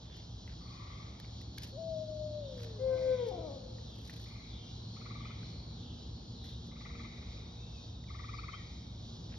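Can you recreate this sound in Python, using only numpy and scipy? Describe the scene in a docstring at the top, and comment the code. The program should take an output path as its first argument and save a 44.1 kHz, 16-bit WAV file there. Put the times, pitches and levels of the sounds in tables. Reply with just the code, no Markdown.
"""Dusk on a screened porch, a stereo microphone facing the wood. From the start a machine hums over far
traffic and insect hiss, a cicada's clicking tymbals swell and sink, and handling ticks and rubs sound
close by. A distant bird warbles, and tree frogs pulse their vocal sacs in turns. At 1.7 s a far owl gives
a long hoot that sags and breaks into a hoarse fall; a nearer one overlaps it at 2.8 s. Near 6.6 s a drone
passes and the cicada settles into a level buzz; a few bird chirps and the loudest trill come last."""
import sys
import numpy as np
from scipy import signal
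from scipy.fft import rfft, irfft, next_fast_len
from scipy.io import wavfile
from scipy.ndimage import map_coordinates

SR = 44100
rng = np.random.default_rng(int(sys.argv[2]) if len(sys.argv) > 2 else 0)


def store_pcm(level_fs):
    """Save levels as 16-bit WAV."""
    pcm = np.round(np.clip(level_fs, -1, 1) * 32767).astype(np.int16)
    wavfile.write(sys.argv[1], SR, np.atleast_2d(pcm).T)


N = 413658
TIME = np.arange(N) / SR

# The owl's throat resonance: f/Hz, gain/dB
OWL_THROAT = [(200, -42.5), (340, -13.5), (480, -7), (700, 2), (900, 6), (1500, 4), (2100, -2), (2500, -29),
              (4000, -54)]
# Harmonics 1 to 4 of the clear and of the hoarse voice: level/dB
CLEAR_PARTIALS = [-1, -42, -47.5, -41]
HOARSE_PARTIALS = [0, -11.5, -34, -41]


def hoot(course, break_hz, overtone_db, jitter=.036, shimmer_db=3, waver_db=4.5):
    """A near-pure tone scoops up, sags and falls; low down it breaks and the throat favours its octave."""
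    attack_s, release_s, break_width_hz = .012, .05, 13
    span = between(course[0][0], course[-1][0])
    t = TIME[span]
    pitch, db = curves(course, t)
    hoarse = .5 + .5 * np.tanh((break_hz - pitch) / (2 * break_width_hz))
    pitch = pitch * (1 + jitter * (hoarse + .074) * wobble(300)[span])
    bright_db = overtone_db + .4 * (db.max() - db)  # overtones are spared part of each dip
    sizes = []
    for k, (clear_db, hoarse_db) in enumerate(zip(CLEAR_PARTIALS, HOARSE_PARTIALS), 1):
        clear_db += (bright_db + waver_db * wobble(16)[span]) * (k > 1)
        sizes.append(amp((1 - hoarse) * clear_db + hoarse * hoarse_db + along(OWL_THROAT, k * pitch)))
    sizes = np.array(sizes)
    waves = np.sin(np.outer(np.arange(len(sizes)) + 1, phase(pitch)))
    tone = (sizes * waves).sum(0) / np.sqrt((sizes ** 2).sum(0) / 2)
    flutter_db = shimmer_db * (hoarse + .02) * np.tanh(wobble(160)[span])
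    gate = (1 - np.exp(-(t - t[0]) / attack_s)) * np.clip((t[-1] - t) / release_s, 0, 1)
    voice = np.zeros(N)
    voice[span] = tone * amp(db + flutter_db) * gate
    return voice


# Course of the far hoot and of the near one: t/s, f/Hz, level/dB
FAR_HOOT = [(1.715, 516, -57.5), (1.762, 550.2, -51.5), (1.786, 656, -46), (1.88, 651, -42.5),
            (1.97, 629, -40.5), (2.03, 623, -47), (2.19, 611.4, -44.5), (2.28, 607, -42.5), (2.4, 596, -44),
            (2.48, 541.3, -50), (2.6, 482, -53.5), (2.8, 414, -56), (2.86, 378.4, -64),
            (2.98, 332.7, -55.5), (3.13, 287, -52.5)]
NEAR_HOOT = [(2.787, 510.4, -43), (2.84, 523.6, -34), (2.94, 518.4, -32), (2.98, 517, -36),
             (3.05, 518.4, -34), (3.115, 513.6, -28.5), (3.148, 509.8, -30.5), (3.178, 501.2, -43),
             (3.2, 490.5, -38.5), (3.235, 479.8, -33.5), (3.252, 471.2, -44), (3.268, 462.6, -34.5),
             (3.3, 426, -50), (3.315, 376.2, -46.5), (3.41, 327.2, -48), (3.51, 287, -47), (3.55, 273, -51),
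             (3.62, 258, -55.5)]
# The two owls: course, voice break f/Hz, overtones/dB, lead at the left microphone/rad
OWLS = [(FAR_HOOT, 400, -16, -0.15), (NEAR_HOOT, 425, -1, .78)]


def owls(echo_db=-16):
    """Two overlapping hoots from the edge of the wood, left of the microphone."""
    voices = [(hoot(*shape), lead) for *shape, lead in OWLS]
    direct = sum(from_left(wood_edge(voice), lead) for voice, lead in voices)
    tail = tree_echo(amp(echo_db) * sum(voice for voice, _ in voices))
    return direct + from_left(tail, lead=.6)


# Resonances of a tree frog's vocal sac: f/Hz, gain/dB
FROG_SAC = [(800, -22.5), (1050, -0.5), (1250, -4.5), (1380, -4.5), (1600, -9.5), (1900, 4), (2220, -5.5),
            (2450, -3), (2800, -14.5)]
# Trills: first pulse t/s, last pulse t/s, f/Hz, relative level/dB, octave/dB, echo/dB, swell/dB
FROG_TRILLS = [(0.612, 1.002, 1160, -55, -14, 5, 5.5), (0.679, 1.027, 1242, -57, 0, -1.5, 4),
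               (2.885, 3.183, 1231, -61, 6.5, -3, 3.5), (4.272, 4.452, 1217, -61.5, 6, -3.5, -2.5),
               (4.972, 5.307, 1239, -45, -3, -5, 8.5), (6.725, 7.053, 1233, -49, 2, -7, 9.5),
               (7.139, 7.374, 1251, -59, 5.5, -5.5, 4), (8.107, 8.542, 1228, -41.5, -2.5, -9.5, 7)]


def frogs(pulse_hz=21, octave_lead_s=.0045, slowing=.05, sweep=20, rasp=.022, rise_s=.0042, fall_s=.0028):
    """Rasping pulses sweep up through the sac's resonances; trills slow a little and most swell."""
    def pulse(t):
        """A rounded peak with exponential flanks."""
        flank_s = np.where(t < 0, rise_s, fall_s)
        return np.exp((.002 - np.hypot(t, .002)) / flank_s)

    near, far = np.zeros((2, N))
    t = np.arange(-SR // 40, SR // 40) / SR
    for first, last, pitch_hz, db, octave_db, echo_db, swell_db in FROG_TRILLS:
        for u in np.linspace(0, 1, round((last - first) * pulse_hz) + 1):
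            rough = rasp * unit(np.convolve(rng.standard_normal(len(t)), np.hanning(120), "same"))
            hz = pitch_hz * np.exp(rng.normal(sweep, 3.005) * t + rng.normal(0, .015) + rough)
            turn = phase(hz) + rng.uniform(0, 2 * np.pi)
            low = amp(along(FROG_SAC, hz)) * pulse(t) * np.sin(turn)
            high = amp(along(FROG_SAC, 2 * hz) + octave_db) * pulse(t + octave_lead_s) * np.sin(2 * turn)
            size = amp(db + 2 - swell_db * (1 - u) ** 3 + rng.normal(0, 1.3)) * np.hanning(len(t))
            peak_s = first + (u - slowing * u * (1 - u)) * (last - first)
            start = int((peak_s + t[0]) * SR)
            near[start:start + len(t)] += size * (low + high)
            far[start:start + len(t)] += size * amp(echo_db) * (amp(-3) * low + amp(5) * high)
    at_mics = np.vstack([porch(near[None], wall_db=-5, reach_s=.013) for side in "LR"])
    return from_left(at_mics + tree_echo(far), lead=-1.1)


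# A cicada's swells in the trees: start of fall t/s, relative level/dB, low end/dB
CICADA_SWELLS = [(-.1, -81, -4), (.74, -73, -12), (1.679, -67.5, -15.5), (2.3, -64.5, 1.5),
                 (2.996, -66.5, -8), (3.72, -66, -2), (4.38, -63.5, -3), (5.06, -61, -9), (5.679, -60.5, 0),
                 (6.34, -65, 5)]
# One swell, timed from the start of its fall: t/s, resonance f/Hz, gain/dB
SWELL_SHAPE = [(-.27, 4115, -3), (-.18, 4300, -1), (-.04, 4300, -4.5), (0.038, 3900, -0.5),
               (0.108, 3720, -11), (.2, 3300, -10), (.27, 3480, -9.5), (.32, 3900, -1)]
# The closing buzz: t/s, resonance f/Hz, relative level/dB
CICADA_ENDING = [(6.75, 3840, -65.5), (7.6, 3720, -65), (8.4, 3770, -66), (9.38, 3710, -71)]


def cicada(click_hz=151, swell_width_hz=220, ending_width_hz=70, unsteady=.02):
    """Tymbal clicks ring the abdomen, whose resonance sinks after each swell and narrows at the end."""
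    swells = [(s + dt, hz, db + rise_db + low_db * (hz < 3600))
              for s, db, low_db in CICADA_SWELLS for dt, hz, rise_db in SWELL_SHAPE]
    centre_hz, db = curves(sorted(swells) + CICADA_ENDING)
    width_hz = np.where(TIME < CICADA_SWELLS[-1][0], swell_width_hz, ending_width_hz)
    cycle = (np.cumsum(click_hz * (1 + unsteady * wobble(200))) / SR) % 1
    age = cycle / click_hz
    envelope = width_hz ** 1.5 * age * np.exp(-2 * np.pi * width_hz * age) * (1 - cycle ** 4)
    ring = envelope * np.sin(2 * np.pi * centre_hz * age)
    buzz = amp(db + wobble(25)) * unit(ring)
    return amp(-4.5) * buzz + amp(-1) * tree_echo(buzz)


# Clear whines at the foot of the swells: t/s, click rate/Hz, starting resonance f/Hz, relative level/dB
CICADA_WHINES = [(0, 315.4, 3830, -62.5), (0.789, 289.6, 4150, -60.5), (2.33, 311.7, 4160, -58),
                 (3.08, 296.4, 3910, -58.5), (3.789, 299.6, 3964, -61), (4.469, 318.6, 3770, -58.5),
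                 (5.13, 305, 3800, -59.5), (5.749, 305, 3740, -60.5), (6.33, 317, 4140, -57)]


def cicada_whines(length_s=.2, sag_octaves_per_s=.1232, drop_hz=750, width_hz=325, unsteady=.007):
    """The clicks turn regular and the abdomen's sinking resonance picks out one partial after another."""
    song = np.zeros(N)
    orders = np.arange(9, 15, .5)[:, None]
    strength = amp(-8 * (orders % 1 > 0))  # the two tymbals alternate, adding weaker partials halfway
    for start, click_hz, first_hz, db in CICADA_WHINES:
        span = between(start, start + length_s)
        u = np.linspace(0, 1, len(TIME[span]))
        rate = click_hz * 2 ** (-sag_octaves_per_s * length_s * u) * (1 + unsteady * wobble(60)[span])
        centre_hz = first_hz - drop_hz * u
        sizes = strength / (1 + ((orders * rate - centre_hz) / width_hz) ** 2)
        tone = (sizes * np.sin(orders * phase(rate))).sum(0)
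        song[span] += amp(db) * np.sqrt(4 * u * (1 - u)) * tone
    return amp(-5) * song + amp(-4.5) * tree_echo(song)


# Chirps and more distant warbles: t/s, length/s, first f/Hz, last f/Hz, relative level/dB
BIRD_CHIRPS = [(7.56, 0.16, 2470, 2800, -73.5), (7.692, 0.14, 2760, 2420, -71.5),
               (8.076, .028, 2470, 2050, -62), (8.327, 0.056, 5100, 4550, -62),
               (8.358, 0.063, 4560, 4240, -60.5), (8.518, 0.055, 3020, 3310, -56),
               (8.563, 0.057, 2070, 1790, -63)]
BIRD_WARBLES = [(.5, 0.27, 4410, 4480, -65), (1.2, 0.27, 4290, 4480, -69.5), (1.656, .2, 4350, 4220, -64.5),
                (1.844, 0.24, 3940, 4000, -69.5)]


def birds():
    """A few short notes in the trees, and warbled ones from farther off."""
    chirps = sum(whistle(*row, warble=.0087) for row in BIRD_CHIRPS)
    song = sum(whistle(*row, warble=.029) for row in BIRD_WARBLES)
    return amp(3) * chirps + amp(2) * song + tree_echo(amp(-2) * chirps + song)


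def whistle(start, length, first_hz, last_hz, db, warble):
    """One gliding pure note that swells and fades."""
    span, note = between(start, start + length), np.zeros(N)
    u = np.linspace(0, 1, len(TIME[span]))
    hz = first_hz * (last_hz / first_hz) ** u * (1 + warble * wobble(120)[span])
    note[span] = amp(db) * np.sin(np.pi * u) * np.sin(phase(hz))
    return note


# Ticks at the microphone, levels relative: t/s, knock/dB, knock f/Hz, snap/dB, snap t60/s
HANDLING_TICKS = [(.168, -60, 1880, -73, .03), (0.477, -44.5, 2030, -78, .02),
                  (1.1999, -48.5, 1810, -60, 0.0099), (1.2462, -48.5, 2220, -85, .02),
                  (1.4137, -51.5, 1980, -70, 0.027), (1.579, -42, 1650, -64.5, 0.014),
                  (1.5829, -42, 2270, -52, 0.011), (1.633, -51, 1730, -60, .025),
                  (1.6374, -65, 1900, -72, 0.026), (2.631, -55, 1950, -70, 0.023),
                  (2.647, -55, 1850, -76.5, 0.024), (3.784, -53, 1890, -97, .02),
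                  (4.074, -70, 1900, -68.5, 0.019), (4.0963, -40.5, 1900, -72, 0.014),
                  (5.431, -50, 1520, -89, .02), (6.442, -53, 1880, -71.5, 0.026),
                  (6.671, -62, 1920, -74.5, 0.022), (8.04, -54, 2000, -88, .02)]
# Rubs at the microphone, levels relative: t/s, half length/s, hiss/dB, scrape/dB
HANDLING_RUBS = [(0.14, 0.088, -93, -69.5), (0.51, 0.035, -91, -69), (1.639, 0.057, -71, -78),
                 (2.631, 0.057, -76, -65.5), (3.282, .022, -73, -78.5), (4.132, 0.18, -74.5, -74),
                 (6.488, 0.043, -77.5, -71), (9.34, 0.037, -96, -65.5)]
# Modes of the knocked case: ratio to the knock's pitch, level/dB, t60/s
CASE_MODES = [(.8, -12.5, .012), (1, 1.5, 0.014), (1.24, -8.5, 0.014)]
# Spectra of the dull scrape and the bright snap: f/Hz, level/dB
SCRAPE_SPECTRUM = [(500, -9), (1200, -6.5), (1750, 3.5), (2400, 0), (4000, -9), (7000, -56), (12000, -63)]
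SNAP_SPECTRUM = [(1500, -7), (3500, 14.5), (5200, 15), (6800, 6), (8000, -8.5), (11500, 6.5), (15500, -12)]


def handling(porch_db=-25, porch_t60=.5, knock_lead_rad=.83):
    """Right at the microphone: brief rubs, and ticks that each join a hollow knock to a bright snap."""
    ring, scrape, snap = np.zeros((2, N)), np.zeros(N), np.zeros(N)
    t = np.arange(SR // 8) / SR
    onset = 1 - np.exp(-t / .0003)
    for s, knock_db, knock_hz, snap_db, snap_t60 in HANDLING_TICKS:
        span = slice(int(s * SR), int(s * SR) + len(t))
        for ratio, db, t60 in CASE_MODES:
            mode = np.sin(2 * np.pi * knock_hz * ratio * t + [[knock_lead_rad], [0]])
            ring[:, span] += onset * amp(knock_db + db - 60 * t / t60) * mode
        scrape[span] += onset * amp(knock_db + porch_db - 60 * t / porch_t60)
        snap[span] += onset * amp(snap_db + 17.5 - 60 * t / snap_t60)
    grain = amp(8.6 * np.tanh(wobble(200)))
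    for s, half_s, hiss_db, scrape_db in HANDLING_RUBS:
        stroke = grain * amp(-8 * ((TIME - s) / half_s) ** 2)
        scrape += amp(scrape_db) * stroke
        snap += amp(hiss_db + 9.5) * stroke
    return ring + scrape * stereo_noise(SCRAPE_SPECTRUM) + snap * stereo_noise(SNAP_SPECTRUM)


# The machine as heard from the porch: t/s, relative level/dB
HUM_LEVEL = [(0, -56.5), (1.8, -50.5), (2.6, -46), (4.4, -51), (5.4, -49.5), (7.2, -56), (9.38, -50)]


def machine_hum(hum_hz=110.8):
    """One low tone that wavers in pitch and level."""
    db = curves(HUM_LEVEL)[0] + .93 + .75 * wobble(8.9)
    return amp(db) * np.sin(phase(hum_hz + .888 * wobble(5)))


def passing_drone(drone_hz=233.5, nearest_db=-54.5, nearest_s=6.63, pass_s=1.3):
    """A tone and its octave grow as they come nearer; pass_s either side they are 3 dB down."""
    distance = np.hypot(1, (TIME - nearest_s) / pass_s)
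    turn = phase(drone_hz + 2.53 * wobble(8))
    drone = amp(3 * wobble(3.6)) * np.sin(turn) + amp(-13 + 4.1 * wobble(11)) * np.sin(2 * turn)
    return amp(nearest_db) * drone / distance


# Spectra of the far traffic: f/Hz, level/dB
RUMBLE_SPECTRUM = [(20, -32.5), (32, -31.5), (45, -7.5), (57, 2), (72, 2.5), (95, -4.5), (120, 2),
                   (145, -27.5), (220, -27.5), (400, -99.5)]
WHIRR_SPECTRUM = [(90, -24), (150, 2), (190, -1), (260, -6.5), (380, -13), (600, -25), (1200, -86)]
TYRE_SPECTRUM = [(200, -16.5), (480, -2), (800, -2), (1100, -7.5), (1500, -14), (2000, -20.5),
                 (3000, -19.5), (6000, -44), (9000, -67.5)]
# Its drift, levels relative: t/s, rumble/dB, whirr/dB
TRAFFIC_LEVELS = [(0, -55, -59), (.25, -50, -56.5), (2, -52, -54.5), (4.6, -51.5, -55), (5.5, -50, -52.5),
                  (6.7, -49.5, -54.5), (7.5, -49, -55.5), (8.4, -49, -56), (9.38, -49.5, -53.5)]
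# Tyre noise at the porch: t/s, level/dB
TYRE_LEVEL = [(0, -63), (.35, -63.5), (1.2, -62), (2.2, -65), (2.9, -60), (4, -63), (5.6, -61), (6.3, -63),
              (7.5, -61), (8.3, -65), (8.9, -63.5), (9.38, -61)]


def traffic():
    """Rumble, whirr and tyre noise from far off, each slowly rising and falling."""
    rumble_db, whirr_db = curves(TRAFFIC_LEVELS)
    rumble = amp(rumble_db + 1.5) * stereo_noise(RUMBLE_SPECTRUM)
    whirr = amp(whirr_db + 1.24) * stereo_noise(WHIRR_SPECTRUM)
    tyres = amp(curves(TYRE_LEVEL)[0]) * stereo_noise(TYRE_SPECTRUM)
    return rumble + whirr + tyres


# The insect chorus beyond the screen: f/Hz, level/dB
INSECT_SPECTRUM = [(1500, -52.5), (2200, -30), (2800, -14), (3250, -2), (4000, -0.5), (4700, -3),
                   (5500, -4.5), (6200, -9.5), (6900, -11.5), (7400, -50.5), (8500, -44.5), (10000, -29),
                   (12500, -38), (14000, -55)]


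def insects(level_db=-59):
    """Many insects merge into a hiss that flickers slightly."""
    hiss = porch(stereo_noise(INSECT_SPECTRUM), wall_db=-6.5, reach_s=.022)
    return amp(level_db + .33 * wobble(.93) + 1.18 * wobble(12)) * hiss


# Reverberation of the wood: f/Hz, t60/s
WOOD_DECAY = [(200, 2.2), (600, 1.6), (1200, 0.81), (2300, 1.22), (4500, 1.12), (10000, 0.037)]


def tree_echo(x):
    """The trees scatter a call into a diffuse stereo tail."""
    hz, t, noise = signal.stft(rng.standard_normal((2, SR)), SR, nperseg=256)
    envelope = amp(-60 * t / along(WOOD_DECAY, hz)[:, None]) * (1 - np.exp(-t / .0035))
    tail = signal.istft(noise * envelope, SR, nperseg=256)[1]
    return signal.fftconvolve(x[None], tail / np.linalg.norm(tail[0]), axes=1)[:, :N]


def wood_edge(x, delay_s=.1127, level_db=-13.5):
    """A call plus one distinct reflection from the edge of the wood."""
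    return x + amp(level_db) * np.interp(TIME - delay_s, TIME, x, left=0)


def porch(x, wall_db, reach_s, count=10):
    """Floor, roof and posts add weak copies within reach_s, which ripple the spectrum."""
    walls = np.zeros(SR // 8)
    delays = (rng.uniform(.1, 1, count) * reach_s * SR).astype(int)
    walls[delays] = amp(wall_db) * rng.choice([-1, 1], count) / np.sqrt(count)
    walls[0] = 1
    return signal.fftconvolve(x, walls[None] / np.linalg.norm(walls), axes=1)[:, :N]


# The left microphone faces the callers: f/Hz, left minus right/dB
LEFT_BIAS = [(200, -5.5), (500, 7), (800, 10.5), (1250, 8.5), (2200, 1.5), (3800, 0.5)]


def from_left(x, lead):
    """The left microphone hears a call lead radians earlier and, above the bass, louder."""
    sides = np.array([[.5], [-.5]])
    return filtered(x, lambda hz: amp(sides * along(LEFT_BIAS, hz)) * np.exp(1j * sides * lead))


# Likeness of noise at the two microphones: f/Hz, coherence
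MIC_COHERENCE = [(60, 0.99), (140, 1), (300, 0.9), (700, 0.021), (1500, 0.06), (4000, 0.98), (8000, 0.57)]
# Phase by which the left one leads: f/Hz, lead/rad
LEFT_LEAD = [(300, 0), (1500, 2.07), (3100, 1.66), (3750, 1.83), (4400, 1.2), (5000, 1.18), (5500, 0.6),
             (6600, 2.5)]


def stereo_noise(spectrum):
    """Coloured noise of rms 1 at the microphone pair, nearly mono in the bass."""
    def mid_side(hz):
        """The lower the coherence, the more goes to the side."""
        angle = np.arccos(np.clip(along(MIC_COHERENCE, hz), -1, 1)) / 2
        return amp(along(spectrum, hz)) * [np.cos(angle), np.sin(angle)]

    mid, side = filtered(rng.standard_normal((2, N)), mid_side)
    pair = np.array([mid + side, mid - side])
    return unit(filtered(pair, lambda hz: np.exp(.5j * np.outer([1, -1], along(LEFT_LEAD, hz)))))


def amp(db):
    """Decibels to gain."""
    return 10 ** (np.asarray(db) / 20)


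def unit(x):
    """Scaled to rms 1."""
    return x / np.sqrt(np.mean(x ** 2) + 1e-20)


def along(points, hz):
    """(f/Hz, value) points read on a log axis."""
    f, v = np.transpose(points)
    return np.interp(np.log(hz + 1), np.log(f + 1), v)


def curves(rows, t=TIME):
    """Each column after the first, at the times t."""
    s, *cols = np.transpose(rows)
    return [np.interp(t, s, c) for c in cols]


def between(start, end):
    """The samples from start to end, in seconds."""
    return slice(max(int(start * SR), 0), max(int(end * SR), 0))


def wobble(rate):
    """A smooth random curve, rate knots a second."""
    knots = rng.standard_normal(4096)
    coarse = TIME[::32]
    return np.interp(TIME, coarse, map_coordinates(knots, [coarse * rate], mode="wrap"))


def phase(hz):
    """Running phase of a moving frequency."""
    return 2 * np.pi * np.cumsum(hz) / SR


def filtered(x, response):
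    """x shaped by a frequency response."""
    m = next_fast_len(N + SR // 2)
    return irfft(rfft(x, m) * response(np.fft.rfftfreq(m, 1 / SR)), m)[..., :N]


def scene():
    """Everything heard from the porch."""
    callers = owls() + frogs() + cicada() + cicada_whines() + birds()
    return callers + handling() + traffic() + insects() + machine_hum() + passing_drone()


def record(dry, top_hz=15700):
    """The phone keeps nothing above its band limit."""
    return filtered(dry, lambda hz: hz < top_hz)


dry = scene()
out = record(dry)
store_pcm(out)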